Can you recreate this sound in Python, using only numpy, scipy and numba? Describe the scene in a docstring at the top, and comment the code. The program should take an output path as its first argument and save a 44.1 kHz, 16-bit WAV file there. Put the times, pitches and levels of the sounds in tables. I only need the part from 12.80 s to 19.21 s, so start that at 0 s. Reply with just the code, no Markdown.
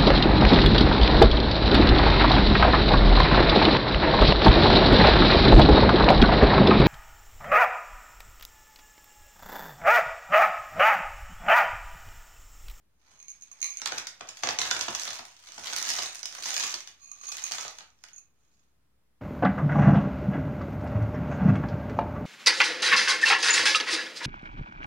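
"""A bare room with a table: small gravel is tipped in surges from a glass bowl into a plastic flower pot.
Sliding stones clink on the glass, each click ringing a set of modes that grow higher and longer as it empties.
Stones crack and boom in the pot and on the growing heap, each landing ringing a comb of short resonances.
The room answers with a short noise wash; a steady hiss and a low wavering hum lie underneath."""
import sys
import numpy as np
from scipy import signal
from scipy.fft import rfft, irfft, next_fast_len
from scipy.io import wavfile
from scipy.ndimage import uniform_filter1d
from numba import njit

SR = 44100
rng = np.random.default_rng(int(sys.argv[2]) if len(sys.argv) > 2 else 0)


def field_ratio(decibels):
    """Amplitude ratio for a level in dB (20 dB per decade); scalars and array-likes work."""
    return 10 ** (np.asarray(decibels, dtype=float) / 20)


def persist_wave(psi):
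    """Save psi, clipped to +-1, as 16-bit WAV."""
    counts = np.round(np.clip(psi, -1, 1) * 32767).astype(np.int16)
    wavfile.write(sys.argv[1], SR, np.atleast_2d(counts).T)


N = 282592


def rms_one(x):
    """Scale to unit rms."""
    return x / np.sqrt(np.mean(x ** 2) + 1e-20)


def at_hz(points, hz):
    """Read a spectrum on a log-frequency axis."""
    points_hz, values = np.transpose(points)
    return np.interp(np.log(hz), np.log(points_hz), values)


def band(x, hz, width_hz):
    """One two-pole resonance of gain 1 at its peak."""
    radius, angle = np.exp(-np.pi * width_hz / SR), 2 * np.pi * hz / SR
    top = np.array([1, 0, -1]) * (1 - radius ** 2) / 2
    return signal.lfilter(top, [1, -2 * radius * np.cos(angle), radius ** 2], x)


@njit
def ring(clicks, hz, t60, sr):
    """A unit click sets a decaying sine of height 1 ringing; pitch and decay may move."""
    out = np.zeros(len(clicks))
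    for i in range(2, len(clicks)):
        if i % 64 == 2:   # renew the pitch and decay every 64 samples
            radius = 10 ** (-3 / (t60[i] * sr))
            angle = 2 * np.pi * hz[i] / sr
            a, b, c = 2 * radius * np.cos(angle), radius * radius, np.sin(angle)
        out[i] = a * out[i - 1] - b * out[i - 2] + c * clicks[i - 1]
    return out


def diffuse_bands(count):
    """Half-octave bands of stereo noise, alike in the bass and partly opposed in the treble."""
    # left-right likeness of diffuse sound: pitch_hz, correlation (-1 to 1)
    likeness = [(60, 0.45), (180, 0.63), (550, 0.34), (1650, 0.28), (4970, -0.29), (15000, -0.71)]
    borders_hz = 30 * 2 ** np.arange(0, 9.3, .5)
    white = rng.standard_normal((2, 2, count))
    for k, (low_hz, high_hz) in enumerate(zip(borders_hz, borders_hz[1:])):
        sos = signal.butter(2, [low_hz, high_hz], "band", fs=SR, output="sos")
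        mid, side = signal.sosfilt(sos, white[k % 2])   # neighbouring bands use separate noise
        hz = np.sqrt(low_hz * high_hz)
        alike = np.clip(at_hz(likeness, hz), -1, 1)
        yield hz, np.sqrt(1 + alike) * mid + np.sqrt(1 - alike) * side * [[1], [-1]]


def shower(per_s, spread_db):
    """Random contacts with a few harder than the rest; returns places (samples) and sizes."""
    at = np.flatnonzero(rng.random(N - 999) < per_s / SR)
    sizes = field_ratio(spread_db * np.minimum(rng.exponential(1, N), 3)) * rng.choice([-1, 1], N)
    return at, rms_one(sizes)[at] / np.sqrt(per_s / SR)


def placed(x, lag_s, pan_db=0):
    """The far port hears it later: the right for a positive lag; a positive pan favours the left."""
    late = np.interp(np.arange(N) - abs(lag_s) * SR, np.arange(N), x)
    pair = [x, late] if lag_s > 0 else [late, x]
    return np.array(pair) * field_ratio(np.array([[.5], [-.5]]) * pan_db)


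def background():
    """Steady diffuse hiss over a low sine hum whose pitch wavers at random."""
    # hiss colour: pitch_hz, density_db (per Hz, relative)
    hiss_colour = [(25, -20.5), (45, -17), (70, -12), (145, -15.5), (263, -20.5), (560, -26.5),
                   (1370, -28.5), (2500, -33), (6000, -37), (8000, -38), (14800, -34.5), (16500, -38)]
    # hum tones: pitch_hz (before wavering), level_db (rms)
    hum_tones = [(59.5, -80.5)]
    hiss_db, waver_hz = -74, 3.5   # both rms
    hiss = rms_one(sum(noise * field_ratio(at_hz(hiss_colour, hz)) for hz, noise in diffuse_bands(count=N)))
    drift = rms_one(uniform_filter1d(rng.standard_normal(N), size=3000))
    waver = waver_hz * np.cumsum(drift) / SR
    hum = np.zeros(N)
    for hz, hum_db in hum_tones:
        turns = hz * np.arange(N) / SR + waver + rng.random()
        hum += np.sqrt(2) * field_ratio(hum_db) * np.sin(2 * np.pi * turns)
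    return field_ratio(hiss_db) * hiss + hum


def room(x, count=4):
    """A wash of reflections builds up in a few ms and dies band by band; it changes as the impact spot wanders."""
    # decay of the room: pitch_hz, t60_s
    room_decay = [(200, 0.2), (700, 0.38), (2500, 0.37), (6000, 0.23), (12000, 0.22)]
    t = np.arange(SR // 2) / SR
    spot = np.cumsum(rng.random(N) < 30 / SR) % count   # about 30 moves a second
    out = np.zeros((2, N))
    for k in range(count):
        echo = sum(noise * field_ratio(-60 * t / at_hz(room_decay, hz)) for hz, noise in diffuse_bands(count=len(t)))
        echo = echo * np.clip((t - .003) / 0.0015, 0, 1)
        echo = echo / np.sqrt(np.sum(echo ** 2) / 2)
        share = np.sqrt(np.abs(uniform_filter1d(1. * (spot == k), size=200)))
        out += signal.fftconvolve((share * x.mean(axis=0))[None], echo, axes=1)[:, :N]
    return out


def swells(rows, ebb_db_per_s):
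    """Power of each row over time: it swells, holds and ebbs, straight in dB."""
    swell_db = 29.5   # rise within the swell time
    t = np.arange(N) / SR
    full_s, swell_s, hold_s, top_db = np.transpose(rows)[:4, :, None]
    rise_db = swell_db * np.maximum(full_s - t, 0) / swell_s
    ebb_db = ebb_db_per_s * np.maximum(t - full_s - hold_s, 0)
    return field_ratio(2 * (top_db - rise_db - ebb_db)) + 1e-30


def flow():
    """Rattle strength of all surges together in dB, and their boom in dB averaged by power."""
    # surges of small stones into the pot: full_s, swell_s, hold_s, rattle_db (relative strength),
    # boom_db (against the rattle)
    surges = [(0.271, 0.12, 0.072, -65.5, 9), (0.493, 0.25, 0.21, -68.5, -4.5),
              (0.731, 0.034, 0.02, -65.5, 9), (.83, 0.12, 0.12, -56.5, -17), (1.15, 0.51, 0.032, -50, 10),
              (1.382, 0.038, 0.28, -60, 5), (1.641, 0.028, 0.0039, -38, 17), (1.797, 0.057, 0.22, -39, 1),
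              (2.205, 1, 0.12, -39.5, -4.5), (2.877, 0.18, 0.24, -41.5, 2.5),
              (3.093, 0.78, 0.19, -37.5, -4.5), (3.494, 0.16, 0.14, -49.5, -2),
              (3.67, 0.15, 0.19, -33.5, -7), (4.283, 0.58, .08, -76.5, 10), (4.497, 0.13, 0.25, -43.5, -7),
              (4.784, 0.48, 0.034, -43.5, -1.5), (4.99, .05, .01, -67, 9), (5.244, 0.099, 0.012, -65, -2),
              (5.6, .2, 0.22, -79, -1)]
    power = swells(surges, ebb_db_per_s=120.0)
    total = power.sum(axis=0)
    boom_db = np.transpose(surges)[4]
    return 10 * np.log10(total), boom_db @ power / total


def bowl():
    """Every stone strikes all glass modes with strengths of its own; the emptier bowl rings higher and longer."""
    # single stones on the glass: start_s, strength_db (relative), middle_db and lowest_db (modes against the high)
    glass_hits = [(0.391, -41, -11, 7), (0.401, -36, -1.5, 2), (0.427, -34.5, -10, -10),
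                  (0.4823, -30, -3, -6), (0.5022, -28.5, -13, -13), (0.6112, -38, -14, -9),
                  (0.6218, -30, -8.5, -7), (0.7151, -31, -6.5, 8.5), (0.8033, -35.5, -24, -12),
                  (0.816, -17.5, -9.5, -22), (0.8275, -16, 2, 0), (0.843, -16, -16, 3),
                  (0.8657, -23, -13, 0.5), (0.904, -25.5, -17, -9), (0.971, -20.5, -5, -22),
                  (4.3153, -28, -9, -1), (4.412, -33, -4, 3), (4.4358, -34.5, -2, 9.5),
                  (4.4688, -25.5, -26, -18), (4.488, -22, -6.5, -1.5), (4.521, -30.5, 8.5, 6),
                  (4.6391, -17.5, -6.5, -3.5), (5.332, -40, -10, -18), (5.3615, -37, -13, -23),
                  (5.3803, -34, -8, -15)]
    # slips inside the bowl with little falling out: full_s, swell_s, hold_s, clink_db (relative strength)
    slips = [(.33, 0.22, 0.19, -67.5), (.85, 0.016, 0.007, -39), (2.72, .15, 0.055, -70),
             (4.22, 0.07, 0.062, -58.5), (4.45, 0.18, 0.028, -53)]
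    # share of the gravel gone: time_s, share (0 to 1)
    emptying = [(0, 0), (1, 0), (3.5, .5), (5.4, 1.0), (6.5, 1.0)]
    # glass modes: full_hz, full_db and empty_db (relative levels), full_t60_s
    glass_modes = [(1150, -23.5, -10.5, 0.033), (2322, -14, -27, 0.016), (2448, -17, -17, 0.02),
                   (2810, -12.5, -26, .011), (4080, -18, -17.5, 0.017), (4270, -10, -11.5, 0.016),
                   (4950, -17.5, -18.5, 0.007), (6000, -10, -9.5, 0.0092), (6464, -3.5, -3, 0.013),
                   (8920, -21, -24, .013)]
    empty_rise, empty_ring = 0.032, 2   # share of pitch gained and times longer ring when empty
    clink_db, bare_db = -21, 13   # clinking against the flow, and its gain as the glass is bared
    lag_s = -0.00018   # the left port hears it later, each mode by its own multiple of this
    time_s, share = np.transpose(emptying)
    gone = np.interp(np.arange(N) / SR, time_s, share)
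    poured = field_ratio(2 * (flow()[0] + clink_db + bare_db * gone))
    slipped = swells(slips, ebb_db_per_s=305).sum(axis=0)
    clinking_db = 10 * np.log10(poured + slipped)
    start_s, strength_db, middle_db, lowest_db = np.transpose(glass_hits)
    at, sizes = shower(per_s=1200, spread_db=2.5)
    out = np.zeros((2, N))
    for hz, full_db, empty_db, t60 in glass_modes:
        clicks = np.full(N, 1e-18)
        clicks[at] = sizes * field_ratio(clinking_db[at] - 15 + 5 * rng.standard_normal(len(at)))
        tilt_db = lowest_db if hz < 2000 else middle_db * (hz < 5000)
        hit_db = strength_db - 1.5 + tilt_db + 1.0 * rng.standard_normal(len(start_s))
        clicks[np.round(start_s * SR).astype(int)] += field_ratio(hit_db)
        mode = ring(clicks, hz * (1 + empty_rise * gone), t60 * empty_ring ** gone, SR)
        mode = band(mode, hz * 1.015, 630)   # the contact takes a moment: the ring swells in
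        mode = mode * field_ratio(full_db + (empty_db - full_db) * gone)
        out += placed(mode, lag_s * rng.uniform(0, 2.95), pan_db=-1.0)
    # the bare tick of stone on glass: short grit on the clicks of the last mode
    grit = rng.standard_normal((2, 130)) * np.exp(-np.arange(130) / 30)
    ticks = signal.oaconvolve(clicks[None], grit, axes=1)[:, :N]
    return out + field_ratio(-17.0) * band(ticks, 10500, 8000)


def pot():
    """Each landing shakes a comb of short wall and stone rings; some stones boom more, each has a loudest ring."""
    # single stones landing: start_s (before skidding), strength_db (relative), boom_db (against the crack),
    # loudest_hz
    landings = [(1.016, -21.5, -1.5, 1220), (1.0576, -19, -5, 3840), (1.0733, -19.5, -4.5, 4270),
                (1.1193, -20.5, 11.5, 1400), (1.1783, -20.5, 1, 5400), (1.1821, -17.5, -9, 4520),
                (1.269, -21, -5.5, 5600), (1.4075, -29, 14, 714), (1.4716, -40, 0, 4170),
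                (1.488, -26, -3, 6300), (1.57, -29.5, -9, 4200), (1.6337, -13.5, 9, 4080),
                (1.6713, -23, 10.5, 2030), (1.6874, -14, 4, 2200), (1.7071, -26, 5.5, 2470),
                (1.7868, -11.5, 2.5, 6400), (1.815, -17, 2.5, 3940), (1.8517, -16, 3.5, 1580),
                (1.8751, -24.5, 4, 1620), (1.9105, -10.5, 0.5, 1550), (1.9641, -25.5, 14.5, 2280),
                (2.0101, -18.5, 1, 5400), (2.081, -24, 14.5, 1590), (2.149, -17.5, -5, 5740),
                (2.1959, -21, -9, 5940), (2.2338, -20, -13, 5860), (2.2756, -21, 6, 4200),
                (2.3043, -23, -6, 3600), (2.3911, -30.5, 14.5, 5400), (2.452, -31, -9, 7800),
                (2.6867, -35, 2, 3760), (2.7783, -35, 19, 2600), (2.8694, -20.5, -4.5, 3730),
                (2.9253, -26.5, 7.5, 1500), (2.9624, -19.5, -15.5, 4500), (2.9829, -16.5, -13, 4820),
                (3.0256, -22.5, -11, 5530), (3.081, -17, -11, 5000), (3.0893, -16, -6, 5300),
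                (3.1014, -19.5, -8.5, 4330), (3.1134, -20, -6.5, 5100), (3.1857, -20.5, 4, 4900),
                (3.2211, -26, 6, 2610), (3.3468, -25.5, -22, 4850), (3.3918, -29, -15, 5500),
                (3.4298, -28, -5.5, 5260), (3.4553, -21, -10.5, 5230), (3.5821, -35, 10.5, 1170),
                (3.6402, -32, -5.5, 6200), (3.6561, -20, 2.5, 5560), (3.7294, -28.5, 0, 5030),
                (3.7645, -12.5, -5.5, 4800), (3.7968, -18.5, -8.5, 4750), (3.8054, -17.5, -1.5, 3890),
                (3.8258, -19, 0, 6030), (3.8349, -14, 1, 6200), (3.9397, -18, -3, 4960),
                (4.0725, -26.5, -6.5, 5860), (4.433, -39.5, 7, 1060), (4.5685, -29, -14, 4280),
                (4.71, -29, 9, 710), (4.7195, -20, -5.5, 4670), (4.7525, -23.5, -13, 4500),
                (4.7823, -21, 0, 1210), (4.8281, -27.5, -8, 4300), (4.848, -29, 9, 750),
                (4.879, -26, -2, 1220), (4.9837, -29, -1, 4700), (5.006, -33, 4.5, 1230),
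                (5.1875, -56.5, -5, 6000), (5.237, -33.5, -5.5, 1550), (5.2847, -38.5, -7, 2550)]
    # colour of stone on pot: pitch_hz, level_db (relative)
    pot_colour = [(70, -18.5), (160, -21), (250, -17.5), (450, -17.5), (700, -8), (1500, -5.5),
                  (2500, -6.5), (4000, -5.5), (6300, -4), (7400, -13.5), (9200, -15.5), (11000, -25.5),
                  (13000, -16.5), (15500, -30)]
    lag_s = 0.0002642   # the right port hears it later
    rattle_db, surge_boom_db = flow()
    start_s, strength_db, boom_db, loudest_hz = np.transpose(landings)
    edge_db = -6.5 - 0.67 * boom_db   # the more a landing booms, the less treble edge it has
    small_at, sizes = shower(per_s=400, spread_db=5.0)
    at = np.append(small_at, np.round(start_s * SR).astype(int))
    pan_db = 1.81 + 3.29 * rng.standard_normal(len(at))   # left over right, for each landing
    out = np.zeros((2, N))
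    for hz in np.geomspace(70, 15500, 40):
        deep = 1 / (1 + (hz / 1600) ** 2)   # share of the boom in this ring
        near = np.exp(-(np.log(hz / loudest_hz) / 0.082) ** 2)
        small_db = (rattle_db + surge_boom_db * deep)[small_at] - 14.0
        small = sizes * field_ratio(small_db + 4.01 * rng.standard_normal(len(sizes)))
        large_db = strength_db - 0.12 + boom_db * deep + edge_db * (hz > 7500) + 7.2 * near
        large = field_ratio(large_db + 2.1 * rng.standard_normal(len(start_s)))
        large = large * rng.choice([-1, 1], len(start_s))   # each wall ring starts inward or outward
        sizes_here = np.append(small, large)
        clicks = np.full((2, N), 1e-18)
        skid_s = rng.exponential(.0013, len(at))
        for side in (0, 1):
            # the stone skids and rebounds: rings start up to 8 ms late, differently towards each port
            rebound_s = (hz > 900) * rng.exponential(.0005, len(at))
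            late = (SR * np.minimum(skid_s + rebound_s, .008)).astype(int)
            np.add.at(clicks[side], at + late, sizes_here * field_ratio(-side * pan_db))
        width_hz = hz / 8.03
        rings = band(band(clicks, hz, width_hz), hz, 2.4 * width_hz)
        out += field_ratio(at_hz(pot_colour, hz)) * rings * 14
    return np.array([out[0], placed(out[1], lag_s)[1]])


def microphone(x):
    """A treble resonance, then the unequal colours of the two ports."""
    # microphone resonance: pitch_hz, width_hz, peak_db
    capsule = (6300, 570, 4.5)
    # the two ports hear colours unequally: pitch_hz, left_over_right_db
    port_lean = [(60, -5), (110, -1.5), (200, -1.5), (380, -4.5), (700, 0), (1290, -2.5), (2380, -0.5),
                 (4400, -1.5), (8120, -11), (15000, -2)]
    hz, width_hz, peak_db = capsule
    x = x + (field_ratio(peak_db) - 1) * band(x, hz, width_hz)
    size = next_fast_len(N)
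    lean_db = at_hz(port_lean, np.arange(1, size // 2 + 2) * SR / size)
    spectrum = rfft(x, size) * field_ratio(np.array([[.5], [-.5]]) * lean_db)
    return irfft(spectrum, size)[:, :N]


def scene():
    """Bowl and pot with their room wash at the microphone, over the background."""
    glass, plastic = bowl(), pot()
    wash = room(field_ratio(2.5) * glass + field_ratio(-1.0) * plastic)
    return microphone(glass + plastic + wash) + background()


def band_limit(x):
    """A steep low-pass at the top of the band."""
    return signal.sosfilt(signal.butter(12, 16800, fs=SR, output="sos"), x)


def record(dry):
    """The converter adds its slight resting offset."""
    offset = -.0004   # of full scale
    return band_limit(dry + offset)


dry = scene()
out = record(dry)
persist_wave(out)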